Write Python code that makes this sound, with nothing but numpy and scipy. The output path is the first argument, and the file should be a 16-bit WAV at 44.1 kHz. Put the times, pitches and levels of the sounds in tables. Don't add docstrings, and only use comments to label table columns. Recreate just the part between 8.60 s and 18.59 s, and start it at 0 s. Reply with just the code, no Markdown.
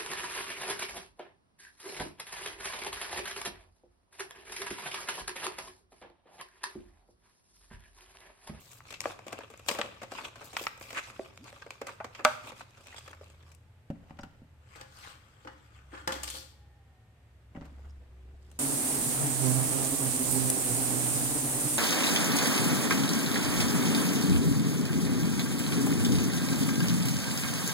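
import sys
import numpy as np
from scipy import signal
from scipy.fft import rfft, irfft
from scipy.io import wavfile
from scipy.ndimage import uniform_filter1d

SR = 44100
rng = np.random.default_rng(int(sys.argv[2]) if len(sys.argv) > 2 else 0)


def transcribe(u):
    v = np.clip(np.atleast_2d(u).T, -1, 1)
    q = np.round(v * 32767).astype(np.int16)
    wavfile.write(sys.argv[1], SR, q)


N = 440549

# start in seconds, level in dB, pitch in Hz,
# fall either side of the pitch in dB per octave, nominal ring t60 in seconds.
SNAPS = [(0.114, -49.5, 7100, 6.5, 0.074), (0.131, -52, 7100, 6, 0.03), (0.205, -48.5, 1200, 19, 0.0052),
         (0.305, -41.5, 3400, 3, 0.055), (.324, -45, 2000, 2, 0.034), (0.34, -38.5, 2800, 9, 0.05),
         (0.4053, -32.5, 5400, 6.5, 0.0081), (.414, -42, 9200, 2, 0.02), (0.44, -42, 1900, 14, 0.015),
         (0.456, -26, 610, 12, 0.012), (.59, -45, 740, 5, 0.024), (.666, -42.5, 360, 2, 0.073),
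         (0.681, -43, 2400, 3, 0.025), (.7235, -44.5, 700, 2.5, .03), (0.7274, -36.5, 840, 2, 0.032),
         (0.7878, -39.5, 430, 3, 0.021), (.806, -43, 1700, 22, 0.035), (0.901, -50.5, 460, 1, 0.068),
         (0.938, -50, 600, 3.5, 0.023), (0.975, -53.5, 7020, 16, 0.024), (0.994, -53, 1300, 0.5, 0.023),
         (1.0626, -51.5, 5500, 0, 0.019), (1.085, -23.5, 3900, 4, 0.04), (1.0905, -25.5, 2600, 5, 0.022),
         (1.112, -32, 570, 1, 0.04), (1.1487, -38.5, 650, 4, 0.04), (1.187, -28.5, 490, 3, 0.035),
         (1.214, -27.5, 1990, 12, 0.018), (1.241, -42, 570, 10, 0.097), (1.416, -41.5, 688, 4, 0.071),
         (1.4302, -39.5, 900, 3, 0.059), (1.518, -38, 690, 3.5, 0.063), (1.584, -36, 1000, 9, 0.11),
         (1.756, -46, 1500, 4.5, 0.086), (1.81, -44, 870, 6, 0.14), (1.93, -47, 740, 0.5, 0.083),
         (1.967, -28.5, 2010, 19, 0.022), (2.012, -37, 360, 13, 0.019), (2.038, -40.5, 4700, 4.5, 0.024),
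         (2.0675, -30, 2000, 24, 0.022), (2.08, -51, 9200, 8, .03), (2.176, -55, 900, -4, 0.02),
         (2.2106, -43.5, 790, 3, 0.025), (2.2248, -46.5, 4960, 4, 0.044), (2.305, -42, 2000, 4.5, 0.051),
         (2.328, -42, 1200, 2, 0.037), (2.4997, -47.5, 1300, 3, .05), (2.5941, -33.5, 380, 8, 0.0083),
         (2.775, -48.5, 2400, 3.5, 0.012), (2.841, -53.5, 5000, 4, 0.032), (2.927, -48.5, 570, 4, 0.02),
         (3.0207, -41.5, 1620, 11, 0.039), (3.0634, -43.5, 490, 5.5, 0.036),
         (3.1058, -38, 2400, 6.5, 0.018), (3.2146, -35, 530, 4, 0.043), (3.268, -41, 2100, 1, 0.055),
         (3.2926, -40.5, 960, 6, 0.052), (3.402, -37, 1100, 25, 0.039), (3.444, -36, 750, 4.5, 0.04),
         (3.549, -44, 2050, 12, 0.064), (3.592, -39, 740, 9, 0.1), (3.649, -19.5, 3400, 3.5, 0.013),
         (3.919, -45, 604, 4.5, 0.036), (4.008, -41, 1100, 10, 0.025), (4.108, -65, 6000, 2, 0.011),
         (4.172, -53, 1400, 4, 0.081), (4.209, -61, 3500, 0, .02), (4.27, -49.5, 4400, 4.5, 0.032),
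         (4.3439, -51, 890, 3, 0.037), (4.39, -51, 8500, 8, 0.018), (4.4772, -43.5, 1100, 4, 0.038),
         (4.512, -54.5, 7000, 0.5, 0.02), (4.5305, -43.5, 1400, 10, .03), (4.548, -62, 2500, 2, .015),
         (4.611, -44.5, 420, 7, 0.032), (4.631, -54, 455, 8, 0.021), (4.642, -57.5, 4000, 4, .025),
         (4.7, -60.5, 7500, -1, 0.024), (4.826, -61.5, 3600, 7, .02), (4.916, -57.5, 5770, 4, 0.068),
         (4.948, -55.5, 9200, 5, 0.024)]
# start in seconds, level in dB, pitch in Hz,
# fall in dB per octave, nominal crunch t60 in seconds, ringing of the shell in dB.
LANDINGS = [(6.157, -50, 1700, 1.5, 0.064, -54), (6.211, -43.5, 1940, 3.5, 0.038, -45),
            (6.848, -45, 445, 5, 0.05, -40), (6.8721, -38, 880, 8.5, 0.05, -45),
            (6.874, -54, 2900, 24, .02, -40.5), (7.329, -42.5, 375, 6, 0.13, -42),
            (7.336, -43, 1270, 11, 0.094, -36), (7.3755, -45.5, 1380, 9, 0.065, -39),
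            (7.4743, -26, 890, 2, 0.048, -22), (7.492, -33, 960, 8, 0.099, -37),
            (7.5208, -31.5, 3380, 3, 0.077, -42), (7.5499, -42.5, 1900, 2, 0.14, -52),
            (7.6317, -31, 8300, 4, 0.064, -32), (7.636, -51, 3440, 12, .05, -47),
            (7.676, -35.5, 4770, 4.5, 0.046, -36), (7.7004, -33, 9200, 6, 0.046, -46),
            (7.739, -46, 9300, 0.5, 0.23, -52), (7.772, -65, 4200, -4, 0.043, -52)]
# start and end in seconds, rubbing in dB, crinkling in dB.
GRIPS = [(0, 0.188, -67, -59.5), (0.272, 0.349, -51, -57), (0.44, 0.522, -43.5, -51.5),
         (0.7, 0.84, -49.5, -67), (0.927, 1.053, -60, -69), (1.089, 1.141, -44.5, -42.5),
         (1.15, 1.262, -42.5, -56), (1.318, 1.472, -58.5, -75), (1.525, 1.683, -45, -53),
         (1.801, 1.926, -56, -57), (1.964, 2.055, -46.5, -49.5), (2.241, 2.5, -50, -53.5),
         (2.54, 2.687, -56, -61), (2.859, 2.901, -48, -56), (2.938, 3.025, -55.5, -61.5),
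         (3.117, 3.158, -52, -64), (3.288, 3.34, -52.5, -63), (3.541, 3.603, -53, -61.5),
         (3.848, 3.9, -46, -52), (3.975, 4.015, -47, -54), (4.166, 4.259, -61.5, -65),
         (4.278, 4.508, -57, -62.5), (4.625, 4.722, -60.5, -68), (4.872, 4.923, -69, -70)]
# centre in Hz, width in Hz, peak in dB.
HELD_PACK = [(545, 43, 6.5), (1150, 110, 5.5), (1870, 370, -5.5), (2530, 380, 7.5), (3240, 220, 1),
             (7060, 370, 4)]
# frequency in Hz, gain in dB.
RADIATION = [(120, -16), (200, -2), (300, -3), (450, -0.5), (1500, -0.5), (3000, -1), (16000, -4)]


def amp(db):
    return 10 ** (np.asarray(db) / 20)


def unit(x):
    return x / np.sqrt(np.mean(x ** 2) + 1e-20)


def fade(t, t60):
    return np.exp(-np.log(1000) * t / t60)


def read(points, hz):
    f, value = np.transpose(points)
    return np.interp(np.log(hz + 1), np.log(f + 1), value)


def follow(rows):
    s, *columns = np.transpose(rows)
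    return [np.interp(np.arange(N) / SR, s, c) for c in columns]


def add(mix, s, sound):
    part = mix[:, max(round(s * SR), 0):][:, :sound.shape[1]]
    part += sound[:, :part.shape[1]]


def pan(side_db):
    gains = amp(np.array([[side_db], [-side_db]]) / 2)
    return unit(gains)


def colour(x, spectrum):
    return irfft(rfft(x) * amp(read(spectrum, np.fft.rfftfreq(N, 1 / SR))), N)


def stereo_noise():
    # frequency in Hz, correlation from 0 to 1.
    likeness = [(100, 0.96), (600, 0.82), (1200, 0.2), (2200, 0), (4000, 0), (16000, 0.01)]
    left, other = rfft(rng.standard_normal((2, N)))
    same = np.clip(read(likeness, np.fft.rfftfreq(N, 1 / SR)), 0, 1)
    right = same * left + np.sqrt(1 - same ** 2) * other
    return irfft(np.array([left, right]), N)


def wander(per_s):
    size = max(int(SR / per_s), 1)
    return unit(uniform_filter1d(uniform_filter1d(rng.standard_normal(N), size), size))


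def ring(x, body):
    return x + sum((amp(db) - 1) * signal.lfilter(*signal.iirpeak(hz, hz / width, SR), x)
                   for hz, width, db in body)


def port_lag(x, size):
    return np.array([x[0], np.pad(x[1], (size, 0))[:N]])


def room(x, delay_s):
    # frequency in Hz, t60 in seconds.
    reverb_t60 = [(150, 1), (500, 0.47), (1400, 0.61), (4000, 0.58), (9000, 0.46), (16000, 0.5)]
    hz, t, z = signal.stft(rng.standard_normal((2, SR * 3 // 4)), SR, nperseg=256)
    tail = signal.istft(z * fade(t, read(reverb_t60, hz)[:, None]), SR, nperseg=256)[1]
    tail *= np.clip(np.arange(tail.shape[1]) / SR / delay_s - 1, 0, 1)
    return signal.fftconvolve(x, tail / np.linalg.norm(tail[0]), axes=1)[:, :N]


def slips(per_s, spread_db, smooth, length_s):
    sizes_db = spread_db * np.minimum(rng.exponential(1, N), 4)
    sizes = amp(sizes_db) * (rng.random(N) < per_s / SR)
    bursts = signal.lfilter([1], [1, -np.exp(-1 / (length_s * SR))], sizes)
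    return unit(stereo_noise() * (unit(bursts) + smooth))


def shifting(x, depth_db, size):
    z = signal.stft(x, SR, nperseg=256)[2]
    patches = uniform_filter1d(rng.standard_normal(z.shape[1:]), size, axis=1)
    patches = unit(uniform_filter1d(patches, size=3, axis=0))
    return signal.istft(z * amp(depth_db * np.clip(patches, -2, 2)), SR, nperseg=256)[1][:, :N]


def friction(strokes, attack_s, release_s, body, walls, rub_colour, rub_grain, crinkle_grain):
    # frequency in Hz, density in dB per Hz.
    crinkle_colour = [(500, -40.5), (2000, -13), (2900, -3.5), (3500, -1), (5000, -0.5), (6000, -4.5),
                      (8300, -9), (9800, -8), (14500, -12), (16000, -20.5)]
    t, power = np.arange(0, N / SR, .001), 0
    for start, end, *levels_db in strokes:
        outside = np.maximum(start - t, 0) / attack_s + np.maximum(t - end, 0) / release_s
        power = power + (amp(levels_db)[:, None] * np.exp(-outside)) ** 2
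    rub, crinkle = follow(np.vstack([t, np.sqrt(power)]).T)
    rub = rub * unit(colour(ring(rub_grain, body), rub_colour))
    crinkle = crinkle * unit(colour(ring(crinkle_grain, walls), crinkle_colour))
    return amp(-1) * shifting(rub + crinkle, depth_db=3.5, size=10)


def blows(rows, body, side, push, rise, damping, flutter, flex, treble_side_db):
    band_edges = [180, 700, 2000, 5500, 15500]
    fold_db, fold_width = 6, .1
    rattle_db, rattle_per_s = 6, 350
    out, noise, size = np.zeros((2, N)), stereo_noise(), SR // 8
    t, attack = np.arange(size) / SR, SR // 100
    edges = np.transpose([band_edges[:-1], band_edges[1:]])
    centres_hz = np.sqrt(edges.prod(axis=1))
    bands = [signal.butter(3, pair, "band", fs=SR, output="sos") for pair in edges]
    bends = np.exp(flex * (2 * rng.random(len(rows)) - 1))
    rattle = unit(amp(rattle_db * np.clip(wander(rattle_per_s), -2, 2)))
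    pulse = push * np.exp(-((t - .0004) / 0.000092) ** 2)
    for i, (s, level_db, pitch_hz, fall_db, t60) in enumerate(rows):
        offset = i * size % (N - size)
        chance = noise[:, offset:][:, :size]
        spurts = rattle[offset:][:size]
        fold_hz = min(pitch_hz, band_edges[-1])
        bent = [(hz * bends[i], width, db) for hz, width, db in body]
        bent += [(fold_hz, fold_width * fold_hz, fold_db)]
        octaves = abs(np.log2(centres_hz / pitch_hz))
        levels_db = level_db - max(fall_db, 0) * (octaves - octaves.min())
        side_db = np.interp(s, *np.transpose(side))
        swell = 1 - np.exp(-t / (rise * t60))
        for k, (band, db) in enumerate(zip(bands, levels_db)):
            band_t60 = t60 * damping ** (k - 1)
            shape = swell * (fade(t, band_t60) + flutter * spurts * fade(t, 4 * band_t60))
            burst = signal.sosfilt(band, ring(pulse + chance * shape, bent))
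            strength = np.sqrt(np.mean(burst[:, :attack] ** 2, axis=1, keepdims=True))
            add(out, s, amp(db) * pan(side_db + treble_side_db * (k - 1)) * burst / strength)
    return out


def chime(modes, side_db):
    wobble_share, wobble_s = .011, .01
    t, size = np.arange(SR // 3) / SR, round(wobble_s * SR)
    wobbles = wobble_share * unit(uniform_filter1d(rng.standard_normal((len(modes), len(t))), size))
    out = np.zeros((2, len(t)))
    for (hz, db, t60), side, wobble in zip(modes, side_db, wobbles):
        turns = hz * np.cumsum(1 + wobble) / SR + rng.random()
        out += amp(db) * pan(side) * fade(t, t60) * np.sin(2 * np.pi * turns)
    return out * (1 - np.exp(-t / 0.0004))


def wavering(curve, flicker_db, flicker_per_s, drift, drift_per_s):
    hz, db = follow(curve)
    turns = np.cumsum(hz * (1 + drift * wander(drift_per_s))) / SR
    return amp(db + flicker_db * wander(flicker_per_s)) * unit(np.sin(2 * np.pi * turns))


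def background():
    # time in seconds, pitch in Hz, level in dB.
    engine = [(0, 88, -99), (4.2, 88, -70), (4.6, 83.67, -55.5), (5.3, 81.2, -58.5), (5.8, 80, -62.5),
              (7.1, 66, -62.5), (7.5, 67.07, -48.5), (8.0, 72.93, -58), (8.5, 70.54, -68),
              (8.95, 68, -53.5), (9.3, 68.9, -45), (9.47, 65.6, -52), (9.7, 68.2, -48.5), (10, 68.3, -53)]
    whine = [(7.8, 865, -84), (7.97, 840, -74), (8.13, 812, -72.5), (8.38, 762, -75), (8.6, 735, -78),
             (8.8, 690, -95)]
    hum = [(9.3, 362.5, -110), (9.52, 372, -73.5), (10, 369.6, -72)]
    thin_tone = [(7.7, 1835, -100), (8.0, 1835, -81), (8.7, 1830, -84), (8.95, 1830, -100)]
    # frequency in Hz, density in dB per Hz.
    air = [(20, -33), (45, -13.5), (75, -9), (118, -4), (170, -20), (300, -25), (500, -26.5), (1000, -31.5),
           (1900, -32), (3400, -38), (7300, -50), (12000, -45.5), (16000, -57.5)]
    drone = wavering(engine, flicker_db=1.8, flicker_per_s=6.9, drift=.04, drift_per_s=16)
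    tones = sum(wavering(curve, flicker_db=2.5, flicker_per_s=30, drift=.025, drift_per_s=120)
                for curve in (whine, hum))
    thin = wavering(thin_tone, flicker_db=2.5, flicker_per_s=30, drift=.01, drift_per_s=120)
    return drone + tones + thin + amp(-59) * unit(colour(stereo_noise(), air))


def held_pack():
    # time in seconds, left over right in dB.
    pack_side = [(0.4, 3), (1.2, 2.5), (2.9, 0), (3.4, -1.5), (3.65, -3), (4.9, 3)]
    # start and end in seconds, rubbing in dB, crinkling in dB.
    holding = [(0.0032, 4.55, -63, -68.5), (4.55, 4.9, -63, -71.5)]
    # frequency in Hz, density in dB per Hz.
    rub = [(100, -16), (250, -2.5), (520, -4), (1200, -1), (2700, -7.5), (3500, -7), (7000, -31),
           (16000, -54.5)]
    ticks = stray_ticks(count=2, above_db=-3.5, low_hz=1500, high_hz=9000, fall_db=6.5, t60=0.011)
    snaps = blows(SNAPS + ticks, HELD_PACK, pack_side, push=0.91, rise=0.014, damping=.75,
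                  flutter=.17, flex=0.082, treble_side_db=1.0)
    snaps = amp(-1.5) * snaps + amp(-7.0) * straining(lead_s=0.0017, side_db=1.0)
    handling = friction(GRIPS + holding, attack_s=0.015, release_s=0.013,
                        body=HELD_PACK, walls=[], rub_colour=rub,
                        rub_grain=slips(per_s=300, spread_db=3.5, smooth=0.5, length_s=0.0018),
                        crinkle_grain=slips(per_s=500, spread_db=1.0, smooth=0.98, length_s=0.0013))
    mix = colour(snaps, RADIATION) + amp(-2.0) * pan(1.0) * handling
    mix += amp(1.5) * rips() + creak() + pan(2.0) * peeling()
    return port_lag(mix, size=2)


def peeling():
    # start and end in seconds, level in dB.
    peels = [(0, 0.19, -58), (1.077, 1.15, -47), (1.845, 1.878, -50), (1.97, 2.079, -46.5),
             (2.2, 2.34, -55), (3.866, 3.887, -62)]
    # frequency in Hz, density in dB per Hz.
    sizzle = [(3000, -24), (7000, -8), (10000, -8), (14500, 1.5), (16000, -3.5)]
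    t, edge_s, pull = np.arange(N) / SR, 0.0099, 0
    for start, end, db in peels:
        pull = pull + amp(db) * np.interp(t, [start - edge_s, start, end, end + edge_s], [0, 1, 1, 0])
    return pull * unit(colour(slips(per_s=400, spread_db=4, smooth=.6, length_s=.001), sizzle))


def stray_ticks(count, above_db, low_hz, high_hz, fall_db, t60):
    draws, rows = rng.random((len(GRIPS), count, 2)), []
    for (start, end, _, crinkle_db), ticks in zip(GRIPS, draws):
        for when, pitch in ticks:
            pitch_hz = low_hz * (high_hz / low_hz) ** pitch
            rows.append((start + when * (end - start), crinkle_db + above_db, pitch_hz, fall_db, t60))
    return rows


def straining(lead_s, side_db):
    t, strain = np.arange(SR // 20) / SR, np.zeros((2, N))
    for s, db, pitch_hz, fall_db, _ in SNAPS:
        crack_db = db - fall_db * max(np.log2(2800 / pitch_hz), 0)
        add(strain, s - t[-1], amp(crack_db) * pan(side_db) * np.exp((t - t[-1]) / lead_s))
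    crackle = slips(per_s=1700, spread_db=4.0, smooth=.4, length_s=0.00054)
    crackle = colour(crackle, [(200, -8.5), (1000, -3.5), (3000, -0.5), (8000, -1.5),
                               (10000, -9.0), (16000, -18.5)])
    return strain * unit(crackle)


def dents():
    # start in seconds, level in dB, settled pitch in Hz, t60 in seconds.
    dent_rows = [(0.457, -37.5, 486, 0.15), (0.462, -38, 453, 0.031), (.668, -43, 350.4, 0.054),
                 (0.729, -42, 556, 0.038), (0.7888, -47, 455, 0.049), (1.101, -33, 618, 0.056),
                 (1.1884, -29.5, 506, 0.096), (1.519, -43, 310, .06), (1.9685, -29.5, 1520, 0.028),
                 (2.0685, -23.5, 1475, 0.025), (2.5944, -34, 398, 0.075), (3.2153, -41, 520, 0.045),
                 (3.404, -37, 692, 0.065), (3.409, -34.5, 916, 0.044), (3.444, -47.5, 420, 0.088),
                 (3.6501, -15.5, 1390, 0.025), (4.0077, -45, 1010, 0.024)]
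    # multiple of the pitch, level in dB.
    dent_tones = [(1, 3.5), (1.74, -1.5), (2.95, -17)]
    flat_share, settle_s = .17, 0.008
    t, out = np.arange(SR // 4) / SR, np.zeros((2, N))
    for s, db, hz, t60 in dent_rows:
        turns = np.cumsum(hz * (1 - flat_share * np.exp(-t / settle_s))) / SR
        tones = sum(amp(tone_db) * np.sin(2 * np.pi * k * turns) for k, tone_db in dent_tones)
        add(out, s, amp(db) * pan(0) * tones * fade(t, t60))
    return out


def rips():
    # start and end in seconds, level in dB, squeak in Hz.
    rip_rows = [(1.554, 1.599, -44, 2490), (1.635, 1.663, -37, 3240), (1.982, 2.005, -38, 3350),
                (2.34, 2.4, -30, 1780), (3.258, 3.301, -43.5, 1360)]
    t, out = np.arange(N) / SR, np.zeros((2, N))
    fibres = ring(slips(per_s=1700, spread_db=2.2, smooth=.5, length_s=0.0004), HELD_PACK)
    fibres = colour(fibres, [(150, -23.0), (600, -6.5), (1500, -1), (2600, -6.5), (3500, -10.5),
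                             (8000, -18.5), (15000, -27.0)])
    for start, end, db, hz in rip_rows:
        pull = np.interp(t, [start, end - .008, end + 0.0036], [0, 1, 0])
        out += amp(db) * pull * unit(ring(fibres, [(hz, 500, 12)]))
    return out


def creak():
    # time in seconds, pitch in Hz, level in dB.
    squeak = [(2.775, 160, -110), (2.795, 190, -57), (2.825, 260, -55), (2.85, 295, -63),
              (2.875, 300, -110)]
    return wavering(squeak, flicker_db=4, flicker_per_s=250, drift=.09, drift_per_s=300)


def pop():
    # time in seconds, level in dB.
    pop_s, pop_db = (3.6505, -13.5)
    # frequency in Hz, level in dB, t60 in seconds.
    bubble = [(243, -24, .16), (502, -20, .1), (590, -13, .12), (613, -0.5, .135), (636, -11, .14),
              (720, -15, .12), (807, -14, .15), (861, -15, .11), (926, -16, .17), (1130, -14, .14),
              (1166, -3, .05), (1283, -3, .06), (1312, -13, .15), (1357, -9, .09), (1410, -4, .05),
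              (1518, -15, .16), (1566, -6, .05), (1696, -17, .1), (2046, -11, .05), (2288, -19, .11),
              (2790, -14, .04), (3407, -12, .035), (3940, -14, .03), (4700, -14, .03)]
    # frequency in Hz, left over right in dB.
    bubble_side = [(250, 0), (620, -5.5), (1300, 1.5), (2800, 3)]
    # frequency in Hz, density in dB per Hz.
    rim = [(300, -29.5), (600, -13), (800, -4), (1000, -11), (1300, 0), (1600, 2.5), (1900, -14),
           (2500, -11.5), (4500, -24), (16000, -61.5)]
    rim_db, rim_t60_s = -31, .3
    out, t = np.zeros((2, N)), np.arange(SR // 2) / SR
    buzz = unit(colour(slips(per_s=900, spread_db=2, smooth=.6, length_s=.001), rim))[:, :len(t)]
    add(out, pop_s, amp(pop_db) * chime(bubble, [read(bubble_side, hz) for hz, _, _ in bubble]))
    add(out, pop_s, amp(rim_db) * buzz * fade(t, rim_t60_s))
    return out


def scrapes():
    # start and end in seconds, level in dB, pitch in Hz, tilt in dB per octave.
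    scrape_rows = [(4.26, 4.32, -55, 2520, -6), (4.327, 4.345, -50.5, 2000, -10),
                   (4.364, 4.388, -46, 3400, -4.5), (4.453, 4.492, -56, 3300, -9),
                   (8.952, 8.977, -56.5, 1380, -8.5), (9.007, 9.077, -64, 1380, -9),
                   (9.14, 9.26, -69, 1400, -7)]
    # multiple of the pitch, width in Hz, peak in dB.
    scraped_wall = [(1, 170, 16), (1.45, 260, 11), (2.3, 500, 8)]
    t, out = np.arange(N) / SR, np.zeros((2, N))
    grain = slips(per_s=600, spread_db=3, smooth=.25, length_s=.0005)
    for start, end, db, hz, tilt_db in scrape_rows:
        wall = ring(grain, [(k * hz, width, peak_db) for k, width, peak_db in scraped_wall])
        wall = colour(wall, [(200, -15), (1000, 0), (8000, 3 * tilt_db), (16000, 3 * tilt_db - 14)])
        stroke = np.interp(t, [start - .003, start, end, end + .008], [0, 1, 1, 0])
        out += amp(db) * stroke * unit(wall)
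    return out


def van():
    # start in seconds, level in dB,
    # pitch in Hz, fall in dB per octave, nominal ring t60 in seconds.
    van_knocks = [(5.3015, -37, 363, 6, 0.043), (5.495, -57, 1500, 7.5, .05),
                  (5.5067, -46.5, 800, 10, 0.028), (5.57, -64, 1900, 10, .03),
                  (5.5885, -40.5, 1400, 9.5, 0.05), (5.6323, -42, 1425, 7, 0.044),
                  (5.8216, -62, 355, 16, 0.04), (8.949, -46, 600, 15.5, 0.047),
                  (8.9605, -48.5, 750, 10, 0.06), (8.9763, -49, 357, 8, 0.049),
                  (9.0105, -55, 1830, 21, 0.022), (9.021, -49.5, 620, 13, 0.048),
                  (9.053, -58, 908, 2, 0.063), (9.9145, -57.5, 9320, 1.5, 0.025)]
    # centre in Hz, width in Hz, peak in dB.
    table = [(175.4, 11, 34), (197, 11, 14.8), (233, 5.2, 24), (559, 34, 19.3), (567, 21, 3.3),
             (754, 23, 15.4), (2870, 320, 11)]
    # start and end in seconds, rumbling in dB, scuffing in dB.
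    van_moves = [(5.33, 5.45, -57.5, -82), (5.48, 5.53, -51.5, -78), (5.59, 5.63, -49.5, -80),
                 (5.68, 5.79, -58, -84.5), (8.96, 9.06, -50.5, -79), (9.06, 9.3, -55.5, -73),
                 (9.36, 10, -59, -82), (9.83, 9.97, -71, -68.5)]
    # frequency in Hz, density in dB per Hz.
    roll = [(30, 7), (50, 11), (120, -1.5), (200, 0.5), (330, -4), (600, -7.5), (1600, -15), (3000, -22),
            (8000, -39)]
    knocks = blows(van_knocks, table, [(0, 2.2)], push=0.69, rise=0.02, damping=0.87,
                   flutter=0.084, flex=0.019, treble_side_db=0.5)
    rolling = friction(van_moves, attack_s=0.028, release_s=0.042, body=[], walls=[], rub_colour=roll,
                       rub_grain=slips(per_s=400, spread_db=2.0, smooth=1.0, length_s=.002),
                       crinkle_grain=slips(per_s=410, spread_db=2, smooth=.8, length_s=0.00085))
    return amp(-2.5) * knocks + clinks() + scrapes() + amp(-4.0) * rolling


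def thuds():
    # start in seconds, level in dB.
    thud_rows = [(5.302, -33.5), (5.508, -49), (5.595, -48), (5.637, -46), (5.819, -52.5), (7.475, -43.5),
                 (8.954, -49.5), (8.9742, -42), (9.017, -45)]
    # frequency in Hz, level in dB, t60 in seconds.
    table_top = [(125, -12, 0.28), (160, 2, 0.14), (221, 1.5, 0.13), (248.5, 2.5, 0.11), (282, -8.5, 0.34)]
    t, out = np.arange(SR // 2) / SR, np.zeros((2, N))
    boom = sum(amp(db) * np.sin(2 * np.pi * hz * t) * fade(t, t60) for hz, db, t60 in table_top)
    for s, db in thud_rows:
        add(out, s, amp(db) * pan(0) * boom)
    return out


def clinks():
    # start in seconds, level in dB.
    clink_rows = [(5.609, -52), (5.6156, -54), (9.2965, -64), (9.306, -60)]
    # frequency in Hz, level in dB, t60 in seconds.
    metal = [(5000, -1, .025), (5380, -2.5, .028), (5750, -4, .02), (6600, -8, .02), (8150, -12, 0.016)]
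    out = np.zeros((2, N))
    for s, db in clink_rows:
        add(out, s, amp(db) * chime(metal, [0] * len(metal)))
    return out


def loose_pack():
    # start and end in seconds, scraping in dB, crinkling in dB.
    shoves = [(6.09, 6.14, -56.5, -73), (6.16, 6.21, -50.5, -62), (6.37, 6.42, -52.5, -53),
              (6.44, 6.51, -45.5, -53), (6.58, 7.06, -61.5, -70), (7.15, 7.19, -56.5, -69.5),
              (7.35, 7.41, -50, -62.5), (7.49, 7.66, -53, -69), (7.69, 7.79, -71, -40.5)]
    # centre in Hz, width in Hz, peak in dB.
    pack_body = [(305.6, 28, 10.6), (530.5, 18, 12), (839, 80, 7.9), (1180, 170, 8.2), (1430, 39, 3.8),
                 (1500, 34, 2.8), (3210, 160, 4.6), (4830, 850, 1.5)]
    thin_walls = [(3500, 180, 6), (4400, 930, 3.5), (8800, 250, 5), (14000, 4300, 5)]
    # frequency in Hz, density in dB per Hz.
    scrape = [(100, -3), (300, -14), (600, -7), (900, -6.5), (1400, -0.5), (2400, -3.5), (3300, -6.5),
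              (4500, -21), (8000, -16.5), (16000, -53)]
    landing = blows([row[:-1] for row in LANDINGS], pack_body, [(0, 2.4)], push=0.99, rise=0.011,
                    damping=0.85, flutter=.19, flex=0.0083, treble_side_db=1.0)
    sliding = friction(shoves, attack_s=0.044, release_s=0.035,
                       body=pack_body, walls=thin_walls, rub_colour=scrape,
                       rub_grain=slips(per_s=1800, spread_db=5.5, smooth=0.55, length_s=0.0012),
                       crinkle_grain=slips(per_s=840, spread_db=2.5, smooth=.9, length_s=0.0012))
    mix = amp(-2.5) * colour(landing, RADIATION) + amp(-2.0) * shell()
    return port_lag(mix + amp(-3.5) * pan(3.8) * sliding, size=18)


def shell():
    # frequency in Hz, level in dB, t60 in seconds.
    shell_modes = [(345, -6, .16), (533, -6, .2), (851, -5, .17), (1183, -11, .18), (1405, -8, .3),
                   (1540, -12, .25), (1696, -7, .2), (1793, -10, .17), (2930, -4, .07), (3440, -8, .1),
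                   (4560, -10, .08), (8140, -4, .06)]
    focus_db = 3
    out = np.zeros((2, N))
    for s, _, pitch_hz, fall_db, _, ringing_db in LANDINGS:
        modes = [(hz, db - (fall_db + focus_db) * abs(np.log2(hz / pitch_hz)), t60)
                 for hz, db, t60 in shell_modes]
        add(out, s, amp(ringing_db) * chime(modes, [1.6] * len(modes)))
    return out


def scene():
    near = held_pack() + colour(dents(), RADIATION) + van()
    far, popped = loose_pack(), pop()
    near_room = room(amp(-11.0) * near + amp(-13) * popped, delay_s=0.0012)
    far_room = amp(-6.5) * room(far, delay_s=0.0015)
    return near + popped + near_room + far + far_room + thuds() + background()


def record(dry):
    # frequency in Hz, gain in dB.
    microphone = [(2000, -1), (2600, -1), (4000, -1.5), (5600, -1), (8200, 4.5), (9800, -4.5),
                  (12000, -2.5), (16000, -9)]
    cutoff_hz = 16000
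    low_pass = signal.firwin(511, cutoff_hz, window=("kaiser", 9), fs=SR)
    return signal.oaconvolve(colour(dry, microphone), low_pass[None], "same")


dry = scene()
out = record(dry)
transcribe(out)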